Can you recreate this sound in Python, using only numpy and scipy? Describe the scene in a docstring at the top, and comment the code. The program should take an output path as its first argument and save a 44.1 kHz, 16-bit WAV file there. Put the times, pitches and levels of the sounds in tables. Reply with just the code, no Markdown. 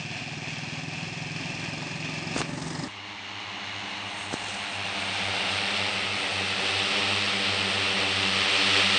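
"""Open farmland, two scenes joined by a hard cut. First a single-cylinder motorbike putters past at low
revs, each firing ringing its silencer and tailpipe, over the hiss of a distant spraying drone. Then the
drone flies in low: its rotors beat against each other and their blades chop the air ever louder.
Fingers knock and rub on the hand-held phone that carries the microphone."""
import sys
import numpy as np
from scipy import signal
from scipy.fft import rfft, irfft, next_fast_len
from scipy.io import wavfile
from scipy.ndimage import uniform_filter1d, map_coordinates

SR = 44100
rng = np.random.default_rng(int(sys.argv[2]) if len(sys.argv) > 2 else 0)


def output_pcm(signal):
    """Save a mono or channel-first signal as 16-bit PCM at the path in sys.argv[1].

    Samples are clipped to [-1, 1] before scaling.
    """
    pcm = np.clip(np.atleast_2d(signal).T, -1, 1) * 32767
    wavfile.write(sys.argv[1], SR, np.round(pcm).astype(np.int16))


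N = 396018
T = np.arange(N) / SR

# Rotor speed: time_s, blade_pass_hz
BLADE_RATE = [(2.9, 101.4), (3.5, 100.2), (4.4, 100.3), (5.3, 96.86), (5.8, 99.36), (6.3, 96.24),
              (6.65, 96.07), (7.15, 99.1), (7.5, 97.3), (7.8, 97.67), (8.35, 95.6), (8.7, 96.9),
              (8.98, 95.9)]
def near_drone():
    """The rotors hum, buzz and chop the air, over the downwash and the motors."""
    blade_hz, = curves(BLADE_RATE)
    rotors = rotor_spin(blade_hz)
    tone, passes, slaps = blades(rotors)
    hum = approach_gain(-43.5, slope=0.8, cap_db=-0.5) * beating(rotors, harmonic=1, others_db=-3.5)
    octave = approach_gain(-45, slope=1.14) * beating(rotors, harmonic=2, others_db=6)
    buzz = approach_gain(-37, slope=0.82, cap_db=4) * over_ground(tone)
    chop = np.sqrt(3.9 + passes)  # steady plus pulsed power
    air = blade_swish(chop, slaps) + top_hiss(chop) + downwash(passes)
    return hum + octave + buzz + air + motor_whine(blade_hz) + rotor_whistle()


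# Front pair in antiphase: time_s
ANTIPHASE_S = [2.87, 3.22, 3.412, 3.6, 3.931, 4.17, 4.372, 4.632, 4.951, 5.168, 5.412, 5.686, 5.92, 6.18,
               6.62, 6.96, 7.35, 7.932, 8.55, 9]
# Other rotors, speed relative to the front pair: far_ratio, near_ratio, level_db
OTHER_ROTORS = [(.935, .985, -9), (0.989, 0.996, -13.5), (1.025, 1.04, -10.5), (1.05, 1.058, -7)]
def rotor_spin(blade_hz, front_db=(-5, -7), slowing_s=(5.2, 6.8)):
    """(blade_turns, level_db) per rotor: the front pair slip past each other, the rest hunt in speed."""
    mean_turns = np.cumsum(blade_hz * (1 + 0.002 * walk(8))) / SR
    slip = np.interp(T, ANTIPHASE_S, np.arange(len(ANTIPHASE_S))) + 0.5
    rotors = [(mean_turns + slip / 2, front_db[0]), (mean_turns - slip / 2, front_db[1])]
    for far_ratio, near_ratio, level_db in OTHER_ROTORS:
        hunt = 1 + 0.01 * walk(2.5) + 0.0015 * walk(25)
        rate_hz = blade_hz * np.interp(T, slowing_s, [far_ratio, near_ratio]) * hunt
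        rotors.append((rng.random() + np.cumsum(rate_hz) / SR, level_db))
    return rotors


# Blade tone: harmonic, level_db
BLADE_HARMONICS = [(2, -6), (3, -1), (4, 0), (5, -2), (6, -3), (7, -8), (8, -2.5), (9, -4), (11, -8.5),
                   (13, -11.5), (16, -15)]
def blades(rotors, sharpness=7, gust_db=2):
    """Tone, hiss power and vortex slaps of the passing blades, summed over the rotors."""
    harmonics = np.arange(2, 17)
    gains = undb(np.interp(harmonics, *np.transpose(BLADE_HARMONICS)))
    cycle = np.arange(2048) / 2048
    # A blade hisses most as it swings towards the listener.
    pulse = np.exp(sharpness * (np.cos(2 * np.pi * cycle) - 1))
    tone, passes, slaps = 0, 0, 0
    for turns, level_db in rotors:
        index = (turns % 1 * len(cycle)).astype(int)
        offset_turns = 0.12 * rng.standard_normal((len(harmonics), 1))
        wave = gains @ np.sin(2 * np.pi * (np.outer(harmonics, cycle) + offset_turns))
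        tone += undb(level_db + 2.2 * walk(14)) * wave[index]
        gust = undb(0.78 * level_db + gust_db * walk(14))
        passes += gust ** 2 * pulse[index]
        # It cuts the same tip vortex on every pass, so the slap repeats and rasps.
        slap = np.sqrt(pulse) * uniform_filter1d(rng.standard_normal(len(cycle)), size=8)
        slaps += gust * unit(slap)[index]
    return unit(tone), passes / passes.mean(), unit(slaps)


def beating(rotors, harmonic, others_db):
    """One partial per rotor; unequal speeds make the sum swell and cancel."""
    partials = [undb(level_db) * np.sin(2 * np.pi * harmonic * turns) for turns, level_db in rotors]
    return unit(sum(partials[:2]) + undb(others_db) * sum(partials[2:]))


# Swish spectrum, distant: freq_hz, level_db
SWISH_DISTANT = [(650, -30), (1100, -6), (1450, -5.5), (1900, -5.5), (2150, 0.5), (2450, -2), (2850, 0),
                 (3200, -3), (4350, -5), (4750, -15), (5400, -13.5), (5850, -17.5), (6300, -14.5),
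                 (6750, -19.5), (7800, -28)]
# Swish spectrum, close: freq_hz, level_db
SWISH_CLOSE = [(650, -38), (1100, -16), (1250, -7.5), (1530, -12.5), (1900, -5.5), (2230, -6), (2750, -2),
               (3300, -4), (4400, -8.5), (4800, -11.5), (5600, -16), (6800, -27), (7800, -24)]
def blade_swish(chop, slaps, closing_s=(4.3, 5.6)):
    """Chopped hiss and slaps, fluttering in turbulent air."""
    rasp = unit(chop * noise()) + 0.4 * slaps
    flutter = undb(0.45 * walk(22))
    close = np.interp(T, closing_s, [0, 1])
    swish = (1 - close) * colour(rasp, SWISH_DISTANT) + close * colour(rasp, SWISH_CLOSE)
    return approach_gain(-27.5) * flutter * swish


# Downwash spectrum: freq_hz, level_db
DOWNWASH_SPECTRUM = [(30, -23.5), (70, -11.5), (140, -8), (250, -6), (440, -4), (600, -6.5), (800, -0.5),
                     (1050, -4.5), (1280, -8), (1600, -5.5), (2500, 0.5), (5000, -53.5)]
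def downwash(passes):
    """A broad rush of air, pulsed by the blades."""
    rush = colour(np.sqrt(1.6 + passes) * noise(), DOWNWASH_SPECTRUM)
    return approach_gain(-32, cap_db=-3.5) * over_ground(rush)


# Whistle centre: time_s, pitch_hz
WHISTLE_PITCH = [(2.9, 2860), (4.1, 2860), (4.7, 2751), (5.5, 2757), (6.2, 2662), (6.7, 2605), (7.2, 2688),
                 (8, 2708), (8.98, 2737)]
def rotor_whistle(width_hz=150):
    """A narrow, breathy whistle of the rotors, drifting in pitch."""
    pitch_hz, = curves(WHISTLE_PITCH)
    breath = butter(noise() + 1j * noise(), width_hz / 2)
    whistle = unit(np.real(breath * np.exp(2j * np.pi * np.cumsum(pitch_hz) / SR)))
    return approach_gain(-39, slope=0.72) * undb(1.3 * walk(9)) * whistle


# Top hiss spectrum: freq_hz, level_db
TOP_SPECTRUM = [(4500, -30), (6300, -3), (7200, -7), (7900, -4), (8500, 0), (9100, -1)]
def top_hiss(chop, opening_s=(3.31, 4.2), shut_db=-80, open_db=-43):
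    """A high hiss, probably the spray nozzles, opens once and holds."""
    level_db = np.interp(T, opening_s, [shut_db, open_db]) + 1.7 * walk(16)
    return undb(level_db) * colour(chop * noise(), TOP_SPECTRUM)


# Whine, strongest as the drone leans forward: time_s, level_db
WHINE_LEVEL = [(2.9, -65), (3.7, -56), (4.3, -52), (4.7, -46), (5.4, -50), (6.2, -57), (8.98, -52)]
def motor_whine(blade_hz):
    """The magnet poles whine at seven times the blade rate."""
    level_db, = curves(WHINE_LEVEL)
    turns = 7 * np.cumsum(blade_hz * (1 + 0.006 * walk(16))) / SR
    return undb(level_db) * unit(np.sin(2 * np.pi * turns) * undb(1.6 * walk(16)))


# Drone's approach: time_s, nearness_db
NEARNESS = [(2.9, -15.5), (3.45, -11.5), (3.95, -9), (4.3, -10), (4.6, -8), (5.1, -4.5), (5.45, -1.5),
            (5.72, -1.7), (6, -3), (6.4, -2.5), (6.98, 1.9), (7.3, -.5), (7.5, 0), (8.15, 0.7), (8.55, 3.5),
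            (8.75, 5.5), (8.98, 5.5)]
def approach_gain(base_db, slope=1, cap_db=np.inf):
    """A layer grows with the drone's nearness, until the nearness reaches cap_db."""
    nearness_db, = curves(NEARNESS)
    return undb(base_db + slope * np.minimum(nearness_db, cap_db))


# Echo off the soil: time_s, lag_ms
GROUND_LAG = [(2.9, 0.94), (4.4, 1.06), (5.5, 1.33), (6.5, 1.45), (8.98, 1.58)]
def over_ground(direct):
    """The soil returns a dull, late copy that hollows the sound, less so at close range."""
    lag_ms, = curves(GROUND_LAG)
    echo = np.interp(T - lag_ms / 1000, T, butter(direct, 2200, order=1))
    share = 0.54 * np.interp(T, [4.5, 7], [1, 0.35])
    return unit(direct + share * echo)


# Engine speed: time_s, firing_hz
FIRING_RATE = [(0, 18.1), (.5, 19.7), (.75, 19.9), (1.15, 21), (1.9, 22.2), (2.3, 22.5), (2.5, 23.2),
               (2.9, 23.2)]
# Phone swinging past the motorbike: time_s, gain_db
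SWING_GAIN = [(0, 0), (2, -1.2), (2.3, -1.5), (2.52, 0.5), (2.66, -1), (2.88, 1)]
# Exhaust gas spectrum: freq_hz, level_db
GAS_SPECTRUM = [(60, -24.5), (150, -11.5), (200, -14.5), (280, -10.5), (380, -14.5), (460, -29),
                (565, -19.5), (680, -25), (930, -19), (1060, -24.5), (1250, -22), (1420, -32.5),
                (1790, -21), (2400, -29), (4200, -31.5), (9000, -41)]
def motorbike():
    """Each firing thumps, barks and puffs; gas, ticks and upper resonances grow faster than the slowly rising
    thump."""
    firing_hz, = curves(FIRING_RATE)
    swing_db, = curves(SWING_GAIN)
    turns = np.cumsum(firing_hz) / SR + 0.002 * walk(20)
    puff = unit((0.38 + np.exp(-(turns % 1))) * noise())
    thump = ramp_gain(-35, 0.57) * silencer(turns, puff)
    bark = tailpipe(turns, puff)
    # The gas grows as the silencer turns towards the listener.
    gas = ramp_gain(-49, 4.97) * undb(0.05 * hand_shade_db()) * colour(puff, GAS_SPECTRUM)
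    ticks = ramp_gain(-53.5, 3) * undb(hand_shade_db()) * valve_gear(turns)
    return undb(swing_db) * (thump + bark + gas + ticks)


# Gas pushes per engine cycle: phase_turns, level_db
GAS_PUSHES = [(-.1, 3), (0.057, 4.5), (0.199, -17)]
# Silencer resonances: freq_hz, width_hz, initial_db, rise_db_per_s
SILENCER_MODES = [(106.4, 16, -4, 0), (165.4, 29, 8, -2), (257, 35, -6.5, 3), (338, 40, -19.5, 2.5)]
def silencer(turns, puff, churn_db=-22):
    """Pushes of gas thump the silencer's low resonances."""
    pushes = sum(undb(db) * strokes(turns - phase, scatter_db=0.7) for phase, db in GAS_PUSHES)
    drive = unit(pushes) + undb(churn_db) * puff
    thump = sum(ramp_gain(db, rise) * ring(drive, hz, width) for hz, width, db, rise in SILENCER_MODES)
    return colour(thump, [(30, -37), (70, -13), (110, 4.5), (370, -6.5), (600, -30.5), (1500, -27)])


# Tailpipe resonances: initial_hz, width_hz, initial_db, rise_db_per_s
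TAILPIPE_MODES = [(551, 39, -63, 4), (728, 40, -51.5, -.5), (825, 64, -65, 4.5), (1145, 62, -63, 3)]
def tailpipe(turns, puff, delay_turns=0.03, breath_db=-12, glide_per_s=0.021):
    """The sharp front of each firing rings the pipe with a hollow, slowly rising bark."""
    front = unit(strokes(turns - delay_turns, scatter_db=1.6)) + undb(breath_db) * puff
    bark = 0
    for initial_hz, width_hz, initial_db, rise_db_per_s in TAILPIPE_MODES:
        carrier = np.exp(2j * np.pi * np.cumsum(initial_hz * (1 + glide_per_s * T)) / SR)
        envelope = butter(front / carrier, width_hz / 2)
        bark += ramp_gain(initial_db, rise_db_per_s) * unit(np.real(envelope * carrier))
    return bark


# Cooling fin modes: freq_hz, width_hz, level_db
FIN_MODES = [(4280, 130, -4), (4520, 160, -10), (4830, 190, -5), (5080, 130, 3.5), (5240, 100, -5),
             (6870, 190, -13.5), (8340, 280, -17.5)]
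def valve_gear(turns, strike_turns=0.1, decay_turns=0.19, rattle_db=-1, clatter_db=-11):
    """Once a cycle a tappet strikes the cylinder head and rattles; the cooling fins chink."""
    tappet_turns = turns - strike_turns
    rattle = unit((0.15 + np.exp(-(tappet_turns % 1) / decay_turns)) * noise())
    blow = unit(strokes(tappet_turns, scatter_db=1.2)) + undb(rattle_db) * rattle
    chink = sum(undb(db) * ring(ring(blow, hz, width), hz, 4 * width) for hz, width, db in FIN_MODES)
    clatter = colour(rattle, [(2000, -22), (3300, 2), (4500, -2.5), (5500, 1), (6800, 7), (9000, -5)])
    return unit(chink) + undb(clatter_db) * clatter


def hand_shade_db(start_s=2.425, depth_db=-26, attack_s=0.022, recovery_s=0.14):
    """A hand covers the microphone: the treble drops fast and creeps back."""
    since_s = np.maximum(T - start_s, 0)
    return depth_db * np.minimum(since_s / attack_s, 1) * np.exp(-since_s / recovery_s)


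# Far rotor hiss spectrum: freq_hz, level_db
FAR_SPECTRUM = [(60, -12), (200, -1.5), (480, -12.5), (580, -12), (660, -4), (800, -7), (900, -9),
                (1080, -12.5), (1250, -11.5), (1400, -17), (1550, -8), (1800, -5), (2020, -10.5),
                (2400, 1.5), (2680, 1.5), (2950, -8), (3350, -6), (3850, -14), (4250, -9.5), (4800, -12.5),
                (6000, -14), (9000, -29)]
def far_drone(blade_hz=(94.5, 115), sharpness=5, fade_start_s=2.38, fade_db_per_s=62):
    """From afar only hiss carries, chopped at two blade rates; it fades as the phone swings away."""
    passes = 0
    for rate_hz in blade_hz:
        turns = np.cumsum(rate_hz * (1 + 0.01404 * walk(3.94))) / SR
        passes += np.exp(sharpness * (np.cos(2 * np.pi * turns) - 1))
    hiss = colour(noise() * np.sqrt(1 + 0.88 * passes), FAR_SPECTRUM)
    fade_db = fade_db_per_s * np.maximum(T - fade_start_s, 0)
    return ramp_gain(-37.5, 0.5) * undb(1.1 * walk(18) - fade_db) * hiss


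# Knocks on the phone: start_s, level_db, pitch_hz, crack_relative_db
FINGER_KNOCKS = [(2.3641, -17, 260, -10), (2.3853, -20, 1500, -11), (2.404, -32, 600, -4),
                 (2.4068, -20, 260, -14), (2.416, -13, 1600, -10), (2.4186, -22, 600, -13),
                 (4.3285, -24, 378, -12), (4.3404, -17, 268, -27), (4.725, -22, 3500, -25)]
def knocks(slip_s=0.00019, case_hz=290, case_db=-12, case_t60_s=0.018, crack_t60_s=0.03):
    """A finger drags the case and lets go: a dead thud, a short crack and a low thump of the case."""
    track = np.zeros(N)
    lead_samples = 512
    t = np.arange(-lead_samples, 2048) / SR
    after_s = np.maximum(t, 0)
    case = undb(case_db - 60 * after_s / case_t60_s) * np.sin(2 * np.pi * case_hz * after_s)
    for start_s, level_db, pitch_hz, crack_db in FINGER_KNOCKS:
        thud = -np.tanh(t / slip_s) * np.exp(-2 * np.pi * pitch_hz * abs(t))
        dull_noise = unit(butter(rng.standard_normal(len(t)), 3000))
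        crack = (t > 0) * undb(crack_db - 60 * after_s / crack_t60_s) * dull_noise
        first = int(start_s * SR) - lead_samples
        track[first:first + len(t)] += undb(level_db) * (thud / thud.max() + crack - case)
    return butter(track + 1e-18, 95, "high")


# Fingers sliding on the phone: centre_s, half_length_s, level_db
FINGER_RUBS = [(2.354, 0.011, -39), (2.395, 0.017, -32), (2.675, 0.13, -40.5), (4.212, 0.016, -46),
               (4.338, 0.012, -36.5), (4.486, 0.075, -38.5)]
def rubs():
    """Dry, thin scraping of skin on the case."""
    swell = sum(undb(level_db) * np.exp(-0.5 * ((T - centre_s) / half_length_s) ** 2)
                for centre_s, half_length_s, level_db in FINGER_RUBS)
    scrape = noise() * undb(3.2 * walk(200))
    return swell * colour(scrape, [(500, -1.5), (3000, -8), (6200, -5), (7300, -8), (8600, -9)])


def undb(db):
    """Decibels to gain."""
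    return 10 ** (db / 20)


def ramp_gain(initial_db, rise_db_per_s):
    """Gain along a straight line in dB."""
    return undb(initial_db + rise_db_per_s * T)


def unit(x):
    """Scale to rms 1."""
    return x / np.sqrt(np.mean(x ** 2))


def curves(table):
    """Each column after the first, interpolated over time."""
    time_s, *columns = np.transpose(table)
    return [np.interp(T, time_s, column) for column in columns]


def noise():
    """White noise."""
    return rng.standard_normal(N)


def walk(rate_hz):
    """Smooth random drift, spread near 1."""
    knots = rng.standard_normal(1024)
    return map_coordinates(knots, [T[::64] * rate_hz], order=3, mode="wrap").repeat(64)[:N]


def strokes(turns, scatter_db):
    """One pulse of uneven size at each whole turn."""
    count = np.floor(turns)
    return np.diff(count, prepend=count[0]) * undb(scatter_db * noise())


def colour(x, spectrum):
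    """Shape by (freq_hz, level_db) points; rms 1."""
    size = next_fast_len(N, True)
    freq_hz, level_db = np.transpose(spectrum)
    bin_hz = np.maximum(np.arange(size // 2 + 1) * SR / size, 1)
    gain = undb(np.interp(np.log(bin_hz), np.log(freq_hz), level_db))
    return unit(irfft(rfft(x, size) * gain, size)[:N])


def ring(x, freq_hz, width_hz):
    """One resonance, gain 1 at its centre."""
    return signal.lfilter(*signal.iirpeak(freq_hz, freq_hz / width_hz, fs=SR), x)


def butter(x, cutoff_hz, kind="low", order=2):
    """Low-pass or high-pass filter."""
    return signal.sosfilt(signal.butter(order, cutoff_hz, kind, fs=SR, output="sos"), x)


def scene(cut_s=2.879):
    """The motorbike and far drone cut straight to the drone's approach."""
    before = np.clip((cut_s - T) / 0.0001, 0, 1)
    farmland = before * (motorbike() + far_drone()) + (1 - before) * near_drone()
    return (farmland + knocks() + rubs())[None]


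def record(dry, bass_hz=45, ceiling=0.36, top_hz=9050):
    """The loudest peaks are softly rounded; deep bass and top are cut."""
    thinned = butter(dry, bass_hz, "high")
    rounded = thinned / (1 + (thinned / ceiling) ** 4) ** 0.25
    return signal.sosfilt(signal.ellip(12, 0.2, 90, top_hz, fs=SR, output="sos"), rounded)


dry = scene()
out = record(dry)
output_pcm(out)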